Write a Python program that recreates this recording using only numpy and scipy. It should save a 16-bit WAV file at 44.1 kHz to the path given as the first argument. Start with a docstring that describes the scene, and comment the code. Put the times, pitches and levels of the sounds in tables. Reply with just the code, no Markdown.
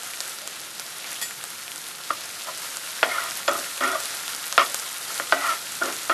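"""A fine, crackling sizzle up close: chopped onions fry in hot oil in a small kitchen.
Random clicks and noise make the sizzle of steam bursts; short snaps make single drops spit.
A steel utensil clinks once, as a skid of noise and dying sines. A ladle knocks on the pan (thud and
ringing modes) and scrapes through the onions (slips that ring it); the stirred oil sizzles harder.
Soft rustles, brief squeaks, a faint rumble and a low hum lie underneath, with a short room tail."""
import sys
import numpy as np
from scipy import signal
from scipy.io import wavfile
from scipy.ndimage import uniform_filter1d

SR = 44100
rng = np.random.default_rng(int(sys.argv[2]) if len(sys.argv) > 2 else 0)


def digitize_waveform(pressure):
    """Quantize a signal to 16-bit integers and store it at the path in sys.argv[1].

    Rows of a 2-D input are taken as channels; values are limited to [-1, 1].
    """
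    field = np.atleast_2d(pressure).T
    bounded = np.clip(field, -1, 1)
    quanta = np.round(bounded * 32767).astype(np.int16)
    wavfile.write(sys.argv[1], SR, quanta)


N = 270641
TIME = np.arange(N) / SR
HIT_TIME = np.arange(SR // 2) / SR  # time axis of one short sound (s)


def amp(db):
    """Turns dB into a linear gain."""
    return 10 ** (np.asarray(db) / 20)


def unit(x):
    """Scales to rms 1."""
    return x / np.sqrt(np.mean(x ** 2) + 1e-20)


def read(points, hz):
    """Reads a spectrum on a log-frequency axis."""
    f, value = np.transpose(points)
    return np.interp(np.log(hz + 1), np.log(f + 1), value)


def follow(rows):
    """Gain over time from (s, dB) rows."""
    return amp(np.interp(TIME, *np.transpose(rows)))


def add(mix, s, sound):
    """Mixes a sound in at time s."""
    part = mix[max(round(s * SR), 0):][:len(sound)]
    part += sound[:len(part)]


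def impulse(points, size=2048):
    """The causal (minimum-phase) click that has a given spectrum."""
    log_gain = np.log(amp(read(points, abs(np.fft.fftfreq(size, 1 / SR)))))
    return np.fft.ifft(np.exp(np.conj(signal.hilbert(log_gain)))).real


def through(x, response):
    """Passes x through an impulse response."""
    return signal.oaconvolve(x, response)[:len(x)]


def butter(x, order, hz, kind):
    """Rolls x off beyond a cut-off frequency."""
    return signal.sosfilt(signal.butter(order, hz, kind, fs=SR, output="sos"), x)


def resonate(x, hz, width_hz):
    """One resonance of gain 1."""
    return signal.lfilter(*signal.iirpeak(hz, hz / width_hz, SR), x)


def waver(per_s):
    """Random wandering of rms 1: straight lines between per_s random values each second."""
    knots = rng.standard_normal(int(N / SR * per_s) + 2)
    return unit(np.interp(TIME * per_s, np.arange(len(knots)), knots))


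def bursts(per_s, spread_db, limit):
    """Random clicks: many small, a few large."""
    size = amp(spread_db * np.minimum(rng.exponential(1, N), limit))
    return size * rng.choice([-1, 1], N) * (rng.random(N) < per_s / SR)


def swells(times, peak_s):
    """One swell per time, shape (times, N): it reaches 1 after peak_s and dies away."""
    age = np.maximum(TIME - np.array(times)[:, None], 0) / peak_s
    return age * np.exp(1 - age)


def ring(modes, hold=1, shape=1):
    """Dying sines; hold scales their ring time and shape their strengths."""
    hz, db, t60 = np.transpose(modes)[:, :, None]
    decay = amp(db - 60 * HIT_TIME / (t60 * hold))
    return (shape * decay * np.sin(2 * np.pi * hz * HIT_TIME)).sum(0)


# how hard the oil fries, calm under the resting heap and livelier once stirred:
# t/s, level/dB (before the sizzle's trim)
FRYING_LEVEL = [(0, -38.5), (.27, -38), (.5, -41.5), (.85, -39), (1.35, -39), (2.05, -41), (2.3, -37.5),
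                (2.8, -36), (3.2, -36.5), (4.35, -35), (4.95, -36.5), (5.25, -35), (5.8, -37),
                (6.13, -37.5)]
# colour of the sizzle: f/Hz, level per Hz/dB
SIZZLE_COLOUR = [(50, -28), (150, -28), (300, -8.5), (600, -1), (900, 0), (1170, 1.5), (1350, 7),
                 (1560, 3.5), (2400, 1), (3800, 2.5), (6000, 1), (9000, 0), (12400, 0)]


def sizzle():
    """Steam bubbles burst: a fine fizz, short pitched ticks and broad crackles, all in little flurries."""
    ticks = np.zeros(N)
    for hz in np.geomspace(1200, 12000, num=16):
        clicks = bursts(per_s=110, spread_db=4.5, limit=5.02)
        ticks += unit(resonate(clicks, hz, width_hz=hz * 0.34)) * np.sqrt(hz)
    crackles = bursts(per_s=1500, spread_db=1, limit=5.4)
    fizz = rng.standard_normal(N)
    oil = amp(-5.5) * unit(ticks) + amp(-6.5) * unit(crackles) + amp(-0.5) * fizz
    flurries = amp(0.65 * waver(per_s=110) + 0.97 * waver(per_s=16))
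    oil = through(oil * flurries, impulse(SIZZLE_COLOUR))
    trim_db = 4.0
    return amp(trim_db) * follow(FRYING_LEVEL) * flares() * unit(oil)


def flares():
    """A stroke wipes wet onion over bare hot metal: the sizzle flares (dips if negative) and settles."""
    start, *_, flare_db = np.transpose(STROKES)
    return amp(flare_db @ swells(start, peak_s=0.074))


# colour of the wet rustle: f/Hz, level per Hz/dB
RUSTLE_SPECTRUM = [(50, -40), (150, -25), (350, -6.5), (650, -1.5), (950, -5), (1350, -2.5), (2300, -1.5),
                   (4000, -0.5), (7000, -6.5), (12000, -34)]
# wet onions slump or tumble: t of the peak/s, level/dB, settling time constant/s
ONION_TUMBLES = [(.44, -41, 0.41), (1.07, -40, 0.078), (2.2, -38.5, 0.08), (2.55, -41, 0.096),
                 (3.3, -49, 0.62), (4.05, -46, 0.68), (4.78, -44.5, 0.4), (5.55, -45, 0.26)]


def rustle():
    """Wet pieces slide over each other with soft, dull crackles."""
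    rise_s, resting_db = 0.12, -50  # a tumble builds up quickly; in between the heap barely stirs
    grains = bursts(per_s=2500, spread_db=1.0, limit=4.7) * amp(0.92 * waver(per_s=45))
    power = amp(resting_db) ** 2
    for s, db, settle_s in ONION_TUMBLES:
        away = np.maximum((s - TIME) / rise_s, (TIME - s) / settle_s)
        power = power + (amp(db) * np.exp(-away)) ** 2
    return np.sqrt(power) * unit(through(grains, impulse(RUSTLE_SPECTRUM)))


def trembling_tones(rows, unsteady):
    """Brief tones that swell and fade while their pitch trembles."""
    out = np.zeros(N)
    drift = unsteady * waver(per_s=350)
    for s, length, db, hz in rows:
        span = abs(TIME - s) < .08
        swell = np.exp(-((TIME[span] - s) / length) ** 2)
        turns = np.cumsum(hz * (1 + drift[span])) / SR
        out[span] += amp(db + 3.0) * swell * np.sin(2 * np.pi * turns)  # a sine peaks 3 dB above its rms
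    return out


# steam under the onions: t of the peak/s, half-length/s, rms level at the peak/dB, f/Hz
STEAM_WHISTLES = [(.44, .025, -47.5, 604), (1.05, .01, -40, 2350), (1.172, 0.013, -41, 2980)]


def steam():
    """Steam squeezes out from under the wet onions as faint, trembling tones."""
    return trembling_tones(STEAM_WHISTLES, unsteady=.06)


# what the pan rings with: f/Hz, level/dB, undamped t60/s
PAN_MODES = [(269.9, -25, 0.54), (332, -20, 0.27), (378, -16, 0.042), (520, -42, .07), (574.2, -9.5, 0.27),
             (657, -8, 0.13), (863, -19.5, 0.17), (962, -12, 0.078), (1106, -4.5, 0.033),
             (1189, -9.5, 0.16), (1280, -5, 0.12), (1380, -4.5, 0.15), (1500, -8, 0.044), (1778, -9, .06),
             (1902, -11.5, 0.12), (2070, -16.5, 0.037), (2500, -24, 0.105), (2790, -19, 0.13),
             (3370, -10, 0.12), (4500, -31, 0.082), (5060, -15, 0.077), (7070, -7.5, 0.085)]


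def pan_ring(hold, spread_db):
    """Neighbouring modes swing against each other; their strengths vary randomly from ring to ring."""
    order = np.arange(len(PAN_MODES))[:, None]
    strengths = amp(spread_db * rng.standard_normal(order.shape))
    return ring(PAN_MODES, hold, (-1) ** order * strengths)


# drops of oil that spit: t/s, snap level/dB, centre f/Hz
OIL_SPITS = [(.034, -13, 7300), (.136, -18.5, 2300), (.205, -7, 4500), (.387, -17, 4970),
             (0.4759, -10, 7360), (.797, -9, 5400), (1.044, -18, 2200), (1.309, -19, 1700),
             (1.44, -9, 8600), (1.68, -16.5, 2580), (1.718, -14.5, 3140), (1.76, -14, 7500),
             (1.78, -17, 6000), (2.257, -13.5, 9000), (2.7706, -8.5, 7700), (3.31, -12, 5000),
             (3.7776, -12, 2600), (4.003, -9.5, 8000), (4.28, -10.5, 3500), (4.349, -12.5, 5000),
             (4.526, -4, 6000), (4.699, -12, 8000), (4.745, -3, 6850), (5.721, -13, 8000)]


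def spits():
    """A drop bursts with one sharp snap, a hollow pop and a little spray, and faintly rings the pan."""
    out, t = np.zeros(N), HIT_TIME
    # the steam pocket behind each snap
    pop_hz, pop_db, pop_s = 1560, -18.5, .0011
    pop = amp(pop_db) * np.sin(2 * np.pi * pop_hz * t) * np.exp(-t / pop_s)
    for s, db, hz in OIL_SPITS + small_spits(count=22):
        snap = np.cos(2 * np.pi * hz * t) * np.exp(-t * hz / 1.15)  # dies within a few cycles
        spray = amp(-14) * rng.standard_normal(len(t)) * np.exp(-t / .0014)
        pan = amp(-28.5) * pan_ring(hold=0.33, spread_db=3.5)
        add(out, s, amp(db) * (snap + pop + spray + pan))
    return butter(out, 2, 450, "highpass")


def small_spits(count):
    """Lesser drops at random moments: rows of t/s, snap level/dB, centre f/Hz."""
    when, size, pitch = rng.random((count, 3)).T
    level_db = np.interp(size, (0, 1), (-22, -19.5))
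    centre_hz = np.interp(pitch, (0, 1), (2200, 10500))
    return list(zip(when * (N - 1) / SR, level_db, centre_hz))


# colour of the thud: f/Hz, level per Hz/dB
THUD_COLOUR = [(40, -49), (120, -39), (250, -10), (600, 0.5), (850, -1.5), (1300, 6.5), (2000, 1.5),
               (3200, -3), (5000, -4.5), (7500, -28)]
# the ladle hits the pan: t/s, thud level/dB and ring level/dB (both before trim), hardness as cut-off f/Hz,
# ring time/factor, strongest resonance f/Hz, its boost/factor
LADLE_KNOCKS = [(2.106, -11.5, -21.5, 2500, 0.55, 1150, .4), (3.0299, 0, -16.5, 3370, 0.43, 1490, 0.98),
                (3.0361, -13, -26, 2800, 0.31, 1400, 0.46), (3.4798, -9.5, -12.5, 5960, 1, 550, 0.63),
                (3.8075, -15.5, -20.5, 3200, .6, 1300, .3), (4.579, 0, -17, 4850, 0.63, 1280, 0.45),
                (4.5805, -14, -18, 4200, 0.46, 2630, .6), (5.199, -10.5, -20.5, 2190, 0.53, 1450, 0.43),
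                (5.324, -0.5, -15.5, 2520, 0.27, 1560, 0.8), (5.3269, -29, -13.5, 2200, 0.22, 580, 1.8),
                (5.8151, -25, -23.5, 2000, 1, 1380, 1.2), (6.0967, -11.5, -19, 2800, 1., 1420, 1)]


def knocks():
    """A blow gives a short thud and rings the pan; the ladle and the food damp the ring."""
    out, t = np.zeros(N), HIT_TIME
    thud_trim_db, ring_trim_db = 2.5, -1.0
    thud = impulse(THUD_COLOUR)
    thud = thud / abs(thud).max()
    for s, thud_db, ring_db, cut_hz, hold, main_hz, boost in LADLE_KNOCKS:
        # the edge rattles on the metal
        chatter = amp(-21.5) * rng.standard_normal(len(t)) * np.exp(-t / 0.0068)
        blow = amp(thud_db + thud_trim_db) * through((t == 0) + chatter, thud)
        hit = blow + amp(ring_db + ring_trim_db) * pan_ring(hold, spread_db=0.5)
        hit = hit + boost * resonate(hit, main_hz, width_hz=160)
        add(out, s, butter(hit, 2, cut_hz, "lowpass"))
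    return out


# colours of the grating, the low shudder, the dry rasp and the deepest modes, each: f/Hz, level/dB
GRATE_COLOUR = [(100, -50), (600, -28.5), (950, -1.5), (1350, 2.5), (1700, 1.5), (2400, -16), (4000, -34)]
SHUDDER_COLOUR = [(60, -49), (300, -18.5), (490, -1.5), (680, 11.5), (900, 7), (1200, -32)]
RASP_COLOUR = [(1000, -24.5), (1500, -13.5), (1950, 14), (3000, 2.5), (4200, -1.5), (6000, -3),
               (10000, -37)]
DEEP_COLOUR = [(40, -46), (80, -21), (200, -26), (270, 4.5), (400, 4.5), (520, -15), (900, -58)]
# strokes of the ladle over the pan floor: start t/s, length/s, rise/s, fade/dB per s, grating level/dB,
# shudder level/dB, rasp level/dB, share of shudder power in the deepest modes, flare of the sizzle/dB
STROKES = [ (2.457, 0.066, .033, 250, -35.5, -38, -44, .03, 0.2),
           (3.028, 0.098, 0.0037, 150, -33, -29.5, -29, .08, 0.6),
           (3.083, 0.242, 0.077, 65, -30, -39.5, -32.5, 0.036, -0.3),
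           (3.48, .17, 0.0022, 150, -23.5, -30.5, -32.5, .3, 1.5),
           (3.805, 0.13, 0.034, 85, -23, -31.5, -28.5, 0.46, 1.5),
           (3.912, 0.082, 0.016, 40, -29.5, -34.5, -35, .08, 0.2),
           (4.58, 0.087, 0.016, 230, -20.5, -29, -21.5, 0.15, 2),
           (5.332, .1, .004, 132, -30, -32, -30, .28, -0.8),
           (5.398, 0.18, 0.064, 90, -27.5, -38, -29.5, 0.036, 1),
           (5.813, 0.13, 0.0055, 50, -31.5, -33.5, -37, 0.47, 2.5),
           (6.095, 0.084, 0.0085, 130, -26, -33, -28, 0.38, 3)]


def scrapes():
    """The ladle sticks and slips, ringing the damped pan; each stroke bites, eases and lifts off."""
    out = np.zeros(N)
    lift_s = 0.036  # the ladle leaves the metal
    shudder_fade, rasp_fade = 0.6, 0.94  # these fade more slowly than the grating (factors)
    slips = bursts(per_s=2400, spread_db=0.5, limit=4.0) * amp(0.74 * waver(per_s=200))
    body = pan_ring(hold=0.83, spread_db=0)
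    body[0] += amp(26.5)  # the bare friction at the edge itself
    bend = .03 * waver(per_s=35)  # the moving load pulls the modes up and down
    bent_time = TIME + np.cumsum(bend - bend.mean()) / SR
    rung = np.interp(bent_time, TIME, through(slips, body))
    bands = []
    for colour in (GRATE_COLOUR, SHUDDER_COLOUR, RASP_COLOUR, DEEP_COLOUR):
        band = through(rung, impulse(colour))
        local_power = abs(uniform_filter1d(band ** 2, size=1100))
        bands.append(band / np.sqrt(local_power + 1e-12))  # the hand presses evenly
    grate, shudder, rasp, deep = bands
    for s, length, rise_s, fade, grate_db, shudder_db, rasp_db, share, _ in STROKES:
        on = (TIME >= s) & (TIME <= s + length)
        t = TIME[on] - s
        contact = np.sqrt(np.minimum(t / rise_s, 1)) * np.clip((length - t) / lift_s, 0, 1)
        eased_db = fade * np.maximum(t - rise_s, 0)
        low = np.sqrt(1 - share) * shudder[on] + np.sqrt(share) * deep[on]
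        stroke = amp(grate_db - eased_db) * grate[on]
        stroke += amp(shudder_db - shudder_fade * eased_db) * low
        stroke += amp(rasp_db - rasp_fade * eased_db) * rasp[on]
        out[on] += contact * stroke
    return out


# the pan sings under the ladle: t of the peak/s, half-length/s, rms level at the peak/dB, f/Hz
LADLE_SQUEAKS = [(2.107, 0.0022, -12, 1262), (2.494, 0.013, -34, 1000), (3.119, 0.0082, -27, 2120),
                 (3.186, 0.0026, -18, 1380), (3.556, 0.0049, -24, 1280), (3.838, 0.013, -25, 1890),
                 (3.857, .005, -23, 1390), (3.957, 0.0072, -24, 1187), (3.954, 0.018, -29.5, 645),
                 (4.597, 0.0066, -17, 1263), (4.618, .006, -18.5, 1159), (5.449, .009, -25, 1350),
                 (5.496, 0.0087, -19, 1367), (5.515, .015, -25, 1320), (5.822, 0.0066, -18, 1370),
                 (6.113, 0.011, -20, 1357)]


def squeaks():
    """The ladle's edge catches and the pan sings briefly, with a trembling pitch."""
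    return trembling_tones(LADLE_SQUEAKS, unsteady=0.026)


# what the steel utensil rings with: f/Hz, level/dB, t60/s
STEEL_MODES = [(1893, 3.5, 0.14), (2500, -11, .1), (3384, -3.5, 0.15), (4530, -10, 0.17),
               (4780, -3.5, 0.16), (5170, -7, .15), (7080, -2, 0.26), (7280, -7, .22), (7843, -6, 0.21),
               (9220, 1, .21), (9650, -11, .1), (11540, -5, .11), (11690, -3, 0.1)]
# its touches: t/s, level/dB, skid decay time/s, ring level against the skid/dB
STEEL_CLINKS = [(1.2145, -25, 0.012, -9.5), (1.2242, -29.5, 0.043, .5)]


def clink():
    """Steel touches steel, skids for a moment and rings on."""
    out, t = np.zeros(N), HIT_TIME
    for s, db, skid_s, ring_db in STEEL_CLINKS:
        skid = resonate(rng.standard_normal(len(t)), 5500, width_hz=16000) * np.exp(-t / skid_s)
        add(out, s, amp(db) * (skid + amp(ring_db) * ring(STEEL_MODES)))
    return out


# the pan on its burner: f/Hz, level per Hz/dB
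ROCKING_COLOUR = [(25, -18), (55, -9), (85, 3), (130, -7), (220, -10), (500, -42)]


def rocking():
    """Each knock sets the pan rocking on its burner with a faint rumble."""
    rumble = unit(through(rng.standard_normal(N), impulse(ROCKING_COLOUR, size=8192)))
    after_knocks = swells([row[0] for row in LADLE_KNOCKS], peak_s=0.14).max(0)
    return amp(-64) * after_knocks * rumble


# stove and kitchen hum: f/Hz, level per Hz/dB
HUM_COLOUR = [(20, -15), (58, -18), (78, -12), (95, -2), (140, 2), (200, 1), (300, 0), (500, -3),
              (1000, -16), (3000, -50)]


def hum():
    """Low rush of the stove and the room: filtered noise whose level wavers gently."""
    rush = unit(through(rng.standard_normal(N), impulse(HUM_COLOUR, size=8192)))
    return amp(-56.0) * rush * amp(1.2 * waver(per_s=7.4))


# how long the room rings: f/Hz, t60/s
KITCHEN_DECAY = [(200, 0.53), (1500, 0.17), (5000, 0.034), (12000, 0.56)]


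def kitchen(x):
    """Tiled walls give a short noise tail that dies fastest around 5 kHz."""
    hz, t, z = signal.stft(rng.standard_normal(SR // 2), SR, nperseg=256)
    decay = amp(-60 * t / read(KITCHEN_DECAY, hz)[:, None])
    tail = signal.istft(z * decay, SR, nperseg=256)[1]
    tail[:round(.004 * SR)] = 0  # a short gap before the walls answer
    return through(x, tail / np.linalg.norm(tail))


def scene():
    """Everything sounds from one spot, so both ears hear nearly the same."""
    oil = sizzle() + rustle() + steam()
    low = hum() + rocking()
    ladle = knocks() + scrapes() + squeaks()
    near = oil + spits() + ladle + clink()
    mid = near + amp(-7.5) * kitchen(near) + low
    side = amp(-38.5) * kitchen(oil + low)
    return np.array([mid + side, mid - side])


def record(dry):
    """The hardest knocks overload the microphone; the recorder thins the deep bass and limits the band."""
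    thin = butter(np.clip(dry, -.95, .95), 1, 60, "highpass")
    band_edge_hz = 12560
    edge = signal.firwin(401, band_edge_hz, window=("kaiser", 8), fs=SR)
    return signal.oaconvolve(thin, edge[None], "same")


dry = scene()
out = record(dry)
digitize_waveform(out)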